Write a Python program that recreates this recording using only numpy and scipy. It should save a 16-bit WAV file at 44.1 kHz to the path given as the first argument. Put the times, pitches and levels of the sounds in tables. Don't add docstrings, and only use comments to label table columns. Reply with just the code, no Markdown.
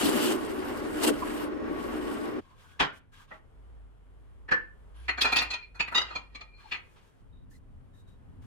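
import sys
import numpy as np
from scipy import signal
from scipy.fft import next_fast_len
from scipy.io import wavfile
from scipy.ndimage import uniform_filter1d

SR = 44100
rng = np.random.default_rng(int(sys.argv[2]) if len(sys.argv) > 2 else 0)


def store_wav(level_fs):
    pcm = np.round(np.clip(np.atleast_2d(level_fs), -1, 1) * 32767)
    wavfile.write(sys.argv[1], SR, pcm.T.astype(np.int16))


N = 373078

# (f/Hz, relative level/dB, time to fall by 60 dB/s)
POLE = [(140, -9, .12), (280, -3, .08), (410, -6, .2), (610, -2, .03), (830, 0, .03), (1080, 0, .025),
        (1400, -1, .025), (2300, 2, .005), (3200, 3, .004), (4600, -7, .003)]
POLE_TIP = [(620, 0, .12), (850, -2, .05), (1130, 0, .04), (1340, 0, .06), (1930, -1, .025)]
BLOCK = [(250, -18, .05), (560, -11, .04), (1125, -17, .04), (1590, -8, .025), (1665, -11, .04),
         (1737, -2, .13), (1787, 1, .22), (4100, -17, .004)]
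SHORT_DOWEL = [(950, -14, .035), (1340, -10, .03), (2450, 0, .09), (3400, -11, .012), (4200, -6, .06),
               (6400, -20, .02)]
LONG_DOWEL = [(1274, -6, .06), (2022, 0, .085), (2882, 7, .12), (3800, 5, .075), (4830, -3, .07),
              (5980, -12, .05), (6960, -15, .05)]

SHOP_CUT_S, CLOSE_CUT_S = 2.41, 7.2


def undb(db):
    return 10 ** (np.asarray(db) / 20)


def unit(x):
    return x / np.sqrt(np.mean(x ** 2))


def curves(table):
    s, *columns = np.transpose(table)
    return [np.interp(np.arange(N) / SR, s, column) for column in columns]


def noise(size=N):
    return rng.standard_normal((2, size))


def walk(rate):
    k = int(SR / rate)
    steps = np.repeat(rng.standard_normal(N // k + 1), k)
    return uniform_filter1d(uniform_filter1d(steps, k), k)[:N]


def swell(s, length, attack=.17, release=.35):
    t = np.arange(N) / SR
    rise = (t - s) / attack
    fall = (s + length - t) / release
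    return np.clip(np.minimum(rise, fall) / length, 0, 1)


def band(x, hz, width):
    return signal.lfilter(*signal.iirpeak(min(hz, .44 * SR), max(hz / width, .2), SR), x)


def dull(x, hz):
    return signal.sosfilt(signal.butter(4, min(hz, .44 * SR), fs=SR, output="sos"), x)


def resonate(peaks, flicker_db=0., rate=20):
    total = 0
    for hz, width, db in peaks:
        peak = unit(band(band(noise(), hz, width), hz, width))
        total = total + undb(db + flicker_db * walk(rate)) * peak
    return unit(total)


def ring(x, modes, pitch, top_pitch):
    warble_hz, warble_depth = 55, .7
    spot_db, spot_detune = 1.8, .005
    k = int(SR / warble_hz)
    lowest_hz, highest_hz = modes[0][0], modes[-1][0]
    spots = rng.standard_normal((len(modes), 2))
    out = 0
    for (hz, db, t60), (detune, spot) in zip(modes, spots):
        shift = np.interp(np.log(hz), np.log([lowest_hz, highest_hz]), [pitch, top_pitch])
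        note_hz = hz * shift * (1 + spot_detune * detune)
        pole = np.exp((2j * np.pi * note_hz - np.log(1000) / t60) / SR)
        shake = uniform_filter1d(uniform_filter1d(noise(x.shape[1]), k), k) * np.sqrt(k)
        warble = 1 + warble_depth * (shake + 1j * shake[::-1])
        note = (signal.lfilter([1], [1, -pole], x) * warble).imag
        note = note / np.linalg.norm(note, axis=1, keepdims=True)
        out = out + undb(db + spot_db * spot) * note
    out = dull(out, 1.5 * top_pitch * highest_hz)
    return out * np.linalg.norm(x) / np.linalg.norm(out)


def drill():
    # (f/Hz, width of each filter pass/Hz, relative level/dB)
    table_peaks = [(185, 86, -16.5), (244.6, 60, -4.5), (305.4, 46, 0.5), (340, 160, -2), (374.4, 16, -5),
                   (425, 50, -6.5), (513, 58, -12), (602.7, 46, -12)]
    rasp_peaks = [(815, 1080, 8), (1468, 580, 0.5), (2090, 880, -5), (2833, 450, -14)]
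    hiss_peaks = [(2900, 730, 4), (3927, 2700, 0), (4780, 1200, -6), (7000, 3600, -3), (8320, 1800, -0.5),
                  (10550, 1400, -2.5), (12690, 2800, -1.5)]
    whine_peaks = [(1055, 14, -3.5), (1119.4, 40, 3.5), (1472, 10, -4.5), (1880, 14, -5), (5370, 50, -19.5)]
    # (t/s, level/dB)
    hiss_points = [(0, -32.5), (.31, -35.5), (.37, -49), (.92, -54), (1.02, -40), (1.043, -26.5),
                   (1.06, -34), (1.078, -27), (1.1, -34), (1.115, -51.5), (1.44, -47.5), (1.5, -71.5),
                   (1.68, -68), (1.8, -54.5), (2.25, -53), (2.38, -65.5)]
    hiss_db = curves(hiss_points)[0]
    bite = walk(44.83)

    drone_idle_db, drone_over_hiss_db, drone_lag_s = -34, 8, 0.029
    lag = drone_lag_s * SR
    load = signal.lfilter([1], [lag, 1 - lag], undb(hiss_db + drone_over_hiss_db))
    drone_gain = np.hypot(undb(drone_idle_db), load) * undb(1.2 * bite)
    drone = resonate(table_peaks, flicker_db=1.0, rate=25) * drone_gain

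    judder_s, judder_length_s, judder_db, judder_hz = 1.068, 0.048, -19, 304.3
    turn = 2 * np.pi * np.cumsum(judder_hz + 12 * walk(60)) / SR
    judder = np.sin(turn + np.array([[0], [np.pi / 2]])) * undb(judder_db + 1.5 * walk(110))
    judder *= swell(judder_s, judder_length_s, 0.21, .1)

    whine = resonate(whine_peaks, flicker_db=0.5, rate=9) * undb(-49)

    rasp_idle_db, rasp_full_db, rasp_per_hiss_db, full_hiss_db = -46, -33.5, 0.52, -33
    cut_db = rasp_full_db + rasp_per_hiss_db * (hiss_db - full_hiss_db)
    rasp_gain = np.hypot(undb(rasp_idle_db), undb(cut_db)) * undb(0.57 * bite + 1.6 * walk(90))
    rasp = resonate(rasp_peaks, flicker_db=2.0, rate=25) * rasp_gain

    flutter_db = 0.72 * bite + 1.2 * walk(70.66) + 1.5 * walk(420)
    hiss = resonate(hiss_peaks, flicker_db=2.5, rate=51) * undb(hiss_db + flutter_db)
    fade_out = np.clip((SHOP_CUT_S - np.arange(N) / SR) / 0.021, 0, 1)
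    return (drone + judder + whine + rasp + hiss) * fade_out


def blows():
    # (t/s, thing struck, level/dB, ring against clack/dB, gain of the crack/dB,
    #         lowest note f/Hz, highest note f/Hz, clack colour f/Hz, time constant of the fall/s)
    blow_list = [(2.8, POLE, -22.5, 1.5, -24.5, 144.2, 4600, 1500, 0.019),
                 (3.312, POLE_TIP, -49.5, 5.5, -28, 636, 1930, 1310, 0.012),
                 (3.338, POLE_TIP, -55, 4.5, -28, 620, 1930, 1910, 0.01),
                 (4.487, BLOCK, -43.5, 5, -29.5, 250, 4100, 1680, 0.0074),
                 (4.516, BLOCK, -29.5, 11, -23.5, 250, 4100, 1760, .011),
                 (5.087, SHORT_DOWEL, -25, -5.5, -38, 980, 6420, 1830, 0.0088),
                 (5.18, SHORT_DOWEL, -33, -1, -26, 840, 6590, 1450, 0.012),
                 (5.214, SHORT_DOWEL, -20.5, -5, -10, 960, 6700, 3280, .008),
                 (5.247, SHORT_DOWEL, -25.5, 3, -20, 944, 6360, 1330, 0.012),
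                 (5.324, SHORT_DOWEL, -30, 9, -6.5, 951, 6395, 1380, 0.0044),
                 (5.363, SHORT_DOWEL, -22, 0.5, -9.5, 1039, 6710, 2580, 0.007),
                 (5.384, LONG_DOWEL, -27, -0.5, -21.5, 1162, 6600, 3540, .008),
                 (5.418, SHORT_DOWEL, -33, 4, -7.5, 898, 6516, 1820, 0.0087),
                 (5.507, SHORT_DOWEL, -41.5, 10, -9.5, 1054, 6194, 3900, 0.006),
                 (5.535, SHORT_DOWEL, -36.5, 6.5, -23, 991, 6255, 2940, 0.0063),
                 (5.75, SHORT_DOWEL, -51, -2, -16, 976, 6350, 1380, 0.02),
                 (5.801, SHORT_DOWEL, -25.5, 0.5, -28, 988, 6760, 2210, 0.0066),
                 (5.879, SHORT_DOWEL, -37.5, -8.5, -21, 924, 6400, 1950, 0.0058),
                 (5.921, SHORT_DOWEL, -34.5, -12.5, -20.5, 959, 6400, 1290, .01),
                 (5.951, LONG_DOWEL, -33, 13, -10.5, 1214, 6974, 1300, .006),
                 (5.977, LONG_DOWEL, -31, 12, -11.5, 1292, 6860, 1285, 0.005),
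                 (6.012, LONG_DOWEL, -34, 3, -19.5, 1304, 7100, 1230, 0.0045),
                 (6.106, SHORT_DOWEL, -41, -5.5, -31, 1040, 6300, 1200, 0.012),
                 (6.155, SHORT_DOWEL, -38, 6.5, -20, 905, 6460, 960, 0.0082),
                 (6.352, SHORT_DOWEL, -43, 4, -26, 830, 6435, 2230, 0.0028),
                 (6.412, SHORT_DOWEL, -51, 9.5, -21, 890, 6550, 2520, 0.0032),
                 (6.718, SHORT_DOWEL, -30, -10.5, -35, 983, 6580, 2300, 0.012),
                 (6.742, SHORT_DOWEL, -36.5, -8, -38, 984, 6270, 2000, .014)]
    smear_s = 0.017
    knock_db, knock_width = -4, .14
    out, t = np.zeros((2, N)), np.arange(SR // 3) / SR
    rise = np.sin(np.pi / 2 * np.clip(t / smear_s, 0, 1)) ** 2
    for s, modes, db, ring_db, crack_db, low_hz, top_hz, hz, fall_s in blow_list:
        burst = noise(len(t)) * rise * np.exp(-np.maximum(t - smear_s, 0) / fall_s)

        clack = dull(band(burst, hz, 0.77 * hz), 1.65 * hz)
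        core = band(band(burst, hz, knock_width * hz), hz, knock_width * hz)
        clack = clack / np.linalg.norm(clack) + undb(knock_db) * core / np.linalg.norm(core)
        clack *= np.linalg.norm(burst) / np.linalg.norm(clack)

        tone = ring(burst, modes, low_hz / modes[0][0], top_hz / modes[-1][0])
        crack = dull(band(burst, 9400, 6500), 12000)
        crack = crack + undb(-9.5) * band(band(burst, 13500, 5000), 13500, 5000)
        thud = undb(-6.0) * band(band(burst, 340, 250), 340, 250)

        i = int((s - 0.57 * smear_s) * SR)
        out[:, i:i + len(t)] += undb(db) * (clack + undb(ring_db) * tone + undb(crack_db) * crack + thud)
    return out


def jostle():
    # (t/s, length/s, level/dB)
    roll_list = [(5.151, 0.23, -39.5), (5.288, 0.22, -40), (5.458, 0.14, -48.5), (5.817, 0.51, -56.5),
                 (6.256, 0.26, -67)]
    return sum(undb(db) * swell(s, length, 0.46, 0.4) ** 2 for s, length, db in roll_list)


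def rolling():
    knocks = noise() * jostle() * undb(walk(78))
    heap = sum(ring(knocks, SHORT_DOWEL, pitch, pitch) for pitch in (.78, .99, 1.13))
    clatter = dull(band(knocks, 1200, 2000), 4900)
    ticks = dull(band(knocks, 8400, 9000), 9400)
    return undb(-3.5) * heap + undb(6.5) * clatter + undb(-23.0) * ticks


def lone_dowel():
    # (t/s, length/s, level/dB)
    solo_list = [(5.516, 0.17, -51.5), (6.432, 0.31, -63.5)]
    gain = sum(undb(db) * swell(s, length) for s, length, db in solo_list)
    drive = gain * noise() * undb(3.0 * walk(40))
    strongest = sorted(SHORT_DOWEL, key=lambda mode: -mode[1])[:2]
    return ring(drive, sorted(strongest), 0.98, 1)


def brushing():
    # (t/s, length/s, level/dB, treble against that level/dB)
    rub_list = [(2.378, 0.26, -68, -14), (2.555, 0.28, -62.5, -11), (2.922, 0.081, -64.5, -3),
                (3.115, 0.16, -57, -11), (3.267, 0.14, -61, -15), (4.936, 0.18, -60, -17),
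                (6.56, 0.26, -62, -12.5), (6.79, 0.46, -73, -5.5), (6.955, 0.05, -68.5, -20),
                (7.497, 0.1, -80, 12.5), (7.93, 0.11, -86, 10), (8.068, .09, -72.5, -7),
                (8.413, 0.06, -67, -6.5)]
    # (t/s, length/s, level/dB, f/Hz)
    tone_list = [(1.22, 0.024, -32, 1050), (2.426, 0.17, -63.5, 1056), (2.636, 0.16, -64.5, 1510),
                 (4.945, .12, -71, 10360), (6.638, 0.048, -53, 870), (7.31, 0.15, -76, 3760),
                 (7.51, 0.035, -67, 1780), (7.53, 0.048, -68, 1980), (7.532, 0.055, -75, 4100),
                 (7.93, .07, -75, 1760), (7.93, 0.13, -75, 3790), (8.056, 0.12, -76, 3800)]
    # (f/Hz, width of each filter pass/Hz, relative level/dB)
    grain_peaks = [(1100, 500, 1), (1620, 160, -0.5), (2500, 2500, 2), (3300, 500, -6)]
    skin_peaks = [(7000, 9700, 0)]
    tone_width, widest_hz = .12, 150
    grain_gain = sum(undb(db) * swell(s, length) for s, length, db, _ in rub_list)
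    skin_gain = sum(undb(db + treble_db) * swell(s, length) for s, length, db, treble_db in rub_list)
    grain = grain_gain * resonate(grain_peaks, flicker_db=3.5, rate=26)
    skin = skin_gain * resonate(skin_peaks, flicker_db=3.0)
    tones = 0
    for s, length, db, hz in tone_list:
        peak = (hz, min(tone_width * hz, widest_hz), 0)
        tones = tones + undb(db) * swell(s, length) * resonate([peak], flicker_db=2.0, rate=35)
    return (grain + skin + tones) * undb(2 * walk(40))


def shop():
    # (t/s, f/Hz, level/dB)
    hum_points = [(0, 56.04, -60), (1.6, 57.3, -57.5), (1.95, 53.5, -50), (2.5, 51.9, -80.5),
                  (3.4, 59.38, -76.5), (3.6, 56.9, -52.5), (4.9, 51.28, -55), (5.08, 57.6, -47),
                  (5.5, 57.3, -48.5), (5.62, 56.2, -68.5), (5.72, 57, -50), (6.3, 51.6, -55),
                  (6.55, 49.9, -58.5), (7.15, 49.5, -80), (7.3, 49.34, -55.5), (8.46, 49.7, -86)]
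    # (f/Hz, width of each filter pass/Hz, relative level/dB)
    rumble_peaks = [(30, 14, -3), (82, 76, 0), (182, 130, -12), (258, 27, -14.5)]
    air_peaks = [(402, 300, 5), (890, 1100, 4), (1429, 1500, -9), (3030, 930, -11), (4460, 10000, -17.5),
                 (9000, 5800, -12)]
    rumble_levels = (-49, -58, -50.5)
    air_db = -67
    hz, hum_db = curves(hum_points)
    turn = 2 * np.pi * np.cumsum(hz + 6.2 * walk(12)) / SR
    side_phase = np.array([walk(3.3), 0.41 * walk(5.5) - 0.8])
    hum = np.sqrt(2) * np.sin(turn + side_phase) * undb(hum_db + 2 * walk(13))

    place = np.searchsorted([SHOP_CUT_S, CLOSE_CUT_S], np.arange(N) / SR)
    rumble_db = np.array(rumble_levels)[place]
    rumble = resonate(rumble_peaks, flicker_db=1.0, rate=5.1) * undb(rumble_db + 1.5 * walk(5.1))
    air = resonate(air_peaks, flicker_db=0.5, rate=3.3) * undb(air_db + 1.8 * walk(3.4))
    return hum + rumble + air


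def room(x):
    # (f/Hz, time to fall by 60 dB/s)
    decays = [(250, 0.32), (700, 0.15), (1500, 0.28), (3000, 0.091), (6000, 0.071), (11000, 0.12)]
    t = np.arange(SR // 2) / SR
    tail = 0
    for hz, t60 in decays:
        band_noise = unit(band(noise(len(t)), hz, hz)) / np.sqrt(SR / hz)
        tail = tail + band_noise * np.exp(-np.log(1000) * t / t60)
    tail = tail / np.sqrt(np.sum(tail ** 2) / 2)
    return signal.fftconvolve(x, tail, axes=1)[:, :N]


def scene():
    bench = blows() + rolling() + lone_dowel()
    return drill() + bench + undb(-4.5) * room(bench) + brushing() + shop()


def record(dry):
    shared = .3
    top_hz = 15830
    late = signal.hilbert(dry[0], next_fast_len(N))[:N].imag
    right = np.sqrt(1 - shared ** 2) * dry[1] + shared * late
    both = np.array([dry[0], right]) * undb([[.4], [-.4]])
    return signal.sosfilt(signal.ellip(10, .2, 80, top_hz, fs=SR, output="sos"), both)


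dry = scene()
out = record(dry)
store_wav(out)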